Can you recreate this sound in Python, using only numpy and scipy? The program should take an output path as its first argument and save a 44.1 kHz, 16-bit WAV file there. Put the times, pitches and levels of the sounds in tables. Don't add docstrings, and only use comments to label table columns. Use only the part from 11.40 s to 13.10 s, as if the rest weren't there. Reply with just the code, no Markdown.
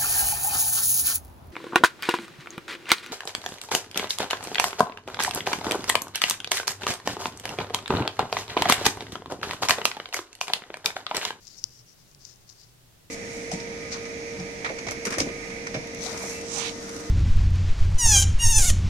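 import sys
import numpy as np
from scipy import signal
from scipy.fft import rfft, irfft
from scipy.io import wavfile

SR = 44100
rng = np.random.default_rng(int(sys.argv[2]) if len(sys.argv) > 2 else 0)


def unload_wav(signal):
    wavfile.write(
        sys.argv[1],
        SR,
        np.round(np.clip(np.atleast_2d(signal).T, -1, 1) * 32767).astype(np.int16),
    )


N = 74970


def from_db(db):
    return 10 ** (np.asarray(db) / 20)


def unit_rms(x):
    return x / np.sqrt(np.mean(x ** 2) + 1e-20)


def per_bin(points):
    hz, value = np.transpose(points)
    return np.interp(np.log(np.arange(N // 2 + 1) * SR / N + 1e-9), np.log(hz), value)


def causal_filter(points):
    cepstrum = irfft(np.log(from_db(per_bin(points))), N)
    cepstrum[1:N // 2] *= 2
    cepstrum[N // 2 + 1:] = 0
    return np.exp(rfft(cepstrum))


def resonance(x, hz, width_hz):
    k = np.tan(np.pi * width_hz / SR)
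    return signal.lfilter([k, 0, -k], [1 + k, -2 * np.cos(2 * np.pi * hz / SR), 1 - k], x + 1e-18)


def drift(rate_hz):
    pole = np.exp(-2 * np.pi * rate_hz / SR)
    return unit_rms(signal.lfilter([1], [1, -2 * pole, pole * pole], rng.standard_normal(2 * N))[N:])


# frequency_hz, relative_db
ROOM_COLOUR = [(20, -4), (45, -1), (80, -5.5), (160, -3.5), (220, -10), (350, -10.5), (600, -14),
               (1100, -17.5), (2200, -19.5), (4000, -18), (8000, -21.5), (16000, -25)]
# frequency_hz, correlation
ROOM_CORRELATION = [(30, 0.48), (130, 0.34), (300, 0.24), (600, 0), (16000, 0)]

def room_tone(level_db=-57.5):
    mid, side = rfft(rng.standard_normal((2, N))) * from_db(per_bin(ROOM_COLOUR))
    alike = per_bin(ROOM_CORRELATION)
    left_right = np.sqrt(1 + alike) * mid + np.sqrt(1 - alike) * side * [[1], [-1]]
    return from_db(level_db) * unit_rms(irfft(left_right, N))


# time_s, level_db (before trim_db)
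HUM_SWELLS = [(0.0, -80), (0.036, -60), (0.084, -75.5), (0.2, -62.5), (0.255, -58.5), (0.312, -58),
              (0.345, -73), (0.41, -53.5), (0.52, -82), (0.638, -60), (0.71, -73), (0.775, -56.5),
              (0.81, -64.5), (0.97, -61.5), (1.126, -64), (1.192, -85), (1.272, -57.5), (1.36, -66),
              (1.414, -59), (1.56, -65), (1.7, -80)]
# time_s, pitch_hz
HUM_GLIDE = [(0.04, 111.1), (0.16, 127.9), (0.24, 109.8), (0.3, 125.5), (0.42, 122.7), (0.651, 126.7),
             (0.771, 150.5), (0.84, 108.4), (0.95, 122.4), (1.11, 106.2), (1.281, 121.9), (1.449, 124.5),
             (1.56, 108), (1.64, 120.5)]

def hum(wander_hz=3, trim_db=-1):
    t = np.arange(N) / SR
    level_db = np.interp(t, *np.transpose(HUM_SWELLS)) + trim_db
    pitch_hz = np.interp(t, *np.transpose(HUM_GLIDE)) + wander_hz * drift(rate_hz=12.8)
    phase = 2 * np.pi * np.cumsum(pitch_hz) / SR
    return from_db(level_db) * np.sqrt(2) * np.sin(phase)


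# frequency_hz, gain_db
LEFT_OPENING = [(300, -32), (1700, -4), (3000, -12), (3800, -5.5), (4800, 2), (5600, 2), (6600, 0.5),
                (7500, -5.5), (8400, -16), (10500, -18.5), (16000, -21)]
RIGHT_OPENING = [(300, -45), (2200, 0.5), (3800, -10.5), (4700, 6.5), (5700, -6.5), (7200, 7), (8600, 0.5),
                 (10200, 1.5), (11800, 8.5), (16000, -4.5)]

def microphone_openings():
    return np.array([causal_filter(LEFT_OPENING), causal_filter(RIGHT_OPENING)])


# start_s, length_s, level_db, ring_hz, ring_width_hz, right_minus_left_db
CLOTH_STROKES = [ (0.019, 0.11, -52.5, 5470, 5060, -13.5), (0.101, 0.062, -47.5, 4670, 2340, -17),
                 (0.178, 0.019, -42.5, 5650, 1470, -10.5), (0.206, 0.075, -50, 5360, 760, -11.5),
                 (0.311, 0.099, -51, 5570, 700, -8.5), (0.415, 0.024, -61, 5730, 1000, -8),
                 (0.467, 0.066, -54.5, 5700, 750, -9), (0.568, 0.074, -59, 5230, 2200, -24),
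                 (0.659, 0.073, -60, 6260, 3000, -21), (0.803, 0.088, -53, 5400, 3000, -13),
                 (0.853, 0.079, -49, 5300, 4460, -23), (0.927, 0.12, -63, 5500, 4030, -13),
                 (1.079, 0.054, -54, 5300, 2800, -13), (1.15, 0.045, -56.5, 5200, 2200, -5),
                 (1.195, 0.055, -50.5, 4600, 1500, -15), (1.249, 0.068, -61, 5040, 2500, -16)]
STROKE_ATTACK_S, STROKE_RELEASE_S = 0.029, 0.026
SLIPS_PER_S, SLIP_SPREAD_DB = 8200, 2.5
GRIP_DB, GRIP_RATE_HZ = 1.3, 63

def cloth_strokes(openings):
    t, out = np.arange(N) / SR, np.zeros((2, N))
    for start_s, length_s, level_db, ring_hz, width_hz, right_db in CLOTH_STROKES:
        sizes = from_db(SLIP_SPREAD_DB * np.minimum(rng.exponential(1, (2, N)), 4))
        signs = rng.choice([-1, 1], (2, N))
        slips = sizes * signs * (rng.random((2, N)) < SLIPS_PER_S / SR)
        ring = resonance(slips, ring_hz, width_hz)
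        sheen = from_db(-17) * resonance(slips, hz=6850, width_hz=1200)
        left, right = irfft(rfft(ring + sheen) * openings, N)
        rustle = np.array([unit_rms(left), from_db(right_db) * unit_rms(right)])
        swell = np.clip(.5 + (t - start_s) / STROKE_ATTACK_S, 0, 1)
        fade = np.clip(.5 + (start_s + length_s - t) / STROKE_RELEASE_S, 0, 1)
        out += from_db(level_db) * np.sqrt(swell * fade) * rustle
    return out * from_db(GRIP_DB * drift(GRIP_RATE_HZ))


# centre_s, half_length_s, level_db, pitch_hz
HANDLING_BUMPS = [(0.035, 0.026, -64.5, 45), (0.195, 0.011, -67, 55), (0.234, 0.02, -59.5, 156),
                  (0.238, 0.012, -70, 320), (0.275, 0.069, -65, 34.7), (0.5, 0.078, -75, 177),
                  (0.65, 0.056, -71, 202), (0.8, 0.12, -74, 368), (1.541, 0.014, -64, 45),
                  (1.664, 0.021, -57, 39.8)]

def handling_bumps(width_hz=91):
    t, out = np.arange(N) / SR, np.zeros(N)
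    for centre_s, half_length_s, level_db, pitch_hz in HANDLING_BUMPS:
        noise = rng.standard_normal(2 * N)
        rumble = resonance(resonance(noise, pitch_hz, width_hz), pitch_hz, width_hz)[N:]
        swell = np.exp(-((t - centre_s) / half_length_s) ** 2)
        out += from_db(level_db) * swell * unit_rms(rumble)
    return out


# start_s, ring_peak_db, ring_hz, ring_width_hz, right_minus_left_db
THREAD_TICKS = [ (0.0527, -32, 5900, 4930, -26), (0.0704, -24.5, 5660, 7000, -28),
                (0.074, -33.5, 6000, 5000, -24), (0.0762, -31, 5640, 2200, -24),
                (0.0765, -34.5, 6200, 6000, -26), (0.0787, -26.5, 5500, 6000, -28),
                (0.0805, -30, 5470, 2500, -30), (0.0823, -35.5, 5900, 3500, -26),
                (0.0880, -35, 5300, 1300, -26), (0.1304, -44, 5060, 3000, -24),
                (0.1915, -33, 5600, 2500, -16), (0.2403, -5.5, 5540, 1700, -14),
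                (0.2937, -37.5, 5800, 5000, -18), (0.3070, -41, 5800, 5000, -20),
                (0.7142, -40, 6000, 5000, -20), (0.74830, -35, 5900, 9000, -26),
                (0.74871, -35, 6400, 9000, -26), (0.8214, -38, 5390, 5000, -18),
                (0.8456, -39, 5600, 4970, -20), (0.8513, -22, 6250, 3800, -35),
                (0.8526, -26, 6160, 3870, -31), (0.8541, -34, 5900, 4000, -23),
                (0.9107, -35, 5570, 5000, -26), (0.9596, -38, 6840, 4500, -26),
                (1.0920, -32, 5130, 4000, -24), (1.0934, -28.5, 5240, 4500, -24),
                (1.098, -29, 5370, 7970, -22), (1.0999, -29, 5270, 4500, -21),
                (1.1272, -35, 5700, 5000, -13), (1.215, -35, 4900, 3000, -17)]
# frequency_hz, gain_db
CRACK_COLOUR = [(300, 3), (800, -6), (1700, -8), (2200, -0.5), (3300, 12), (6000, 6), (9000, 5.5),
                (10200, -5.5), (12000, -3), (14700, 4.5), (16000, -7)]
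CRACK_DB, CRACK_GROWTH = -7, 0.96
TAIL_DB, TAIL_T60_S = -26.5, 0.0095

def thread_ticks(openings):
    t, out = np.arange(N) / SR, np.zeros((2, N))
    crack = irfft(causal_filter(CRACK_COLOUR), N)
    tail = from_db(TAIL_DB - 60 * np.minimum(t / TAIL_T60_S, 2))
    for start_s, peak_db, ring_hz, width_hz, right_db in THREAD_TICKS:
        click = tail * rng.standard_normal((2, N))
        click[:, 0] = 1
        ring = resonance(resonance(click, ring_hz, width_hz), ring_hz, width_hz)
        ring = irfft(rfft(ring) * openings, N)
        ring /= np.abs(ring).max(axis=1, keepdims=True)
        tick = ring - from_db(CRACK_DB + CRACK_GROWTH * peak_db) * crack
        onset = int(start_s * SR)
        out[:, onset:] += from_db([[peak_db], [peak_db + right_db]]) * tick[:, :N - onset]
    return out


def scene():
    openings = microphone_openings()
    return room_tone() + hum() + cloth_strokes(openings) + handling_bumps() + thread_ticks(openings)


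def record(dry):
    return signal.sosfilt(signal.ellip(10, .1, 70, 16200, fs=SR, output="sos"), dry)


dry = scene()
out = record(dry)
unload_wav(out)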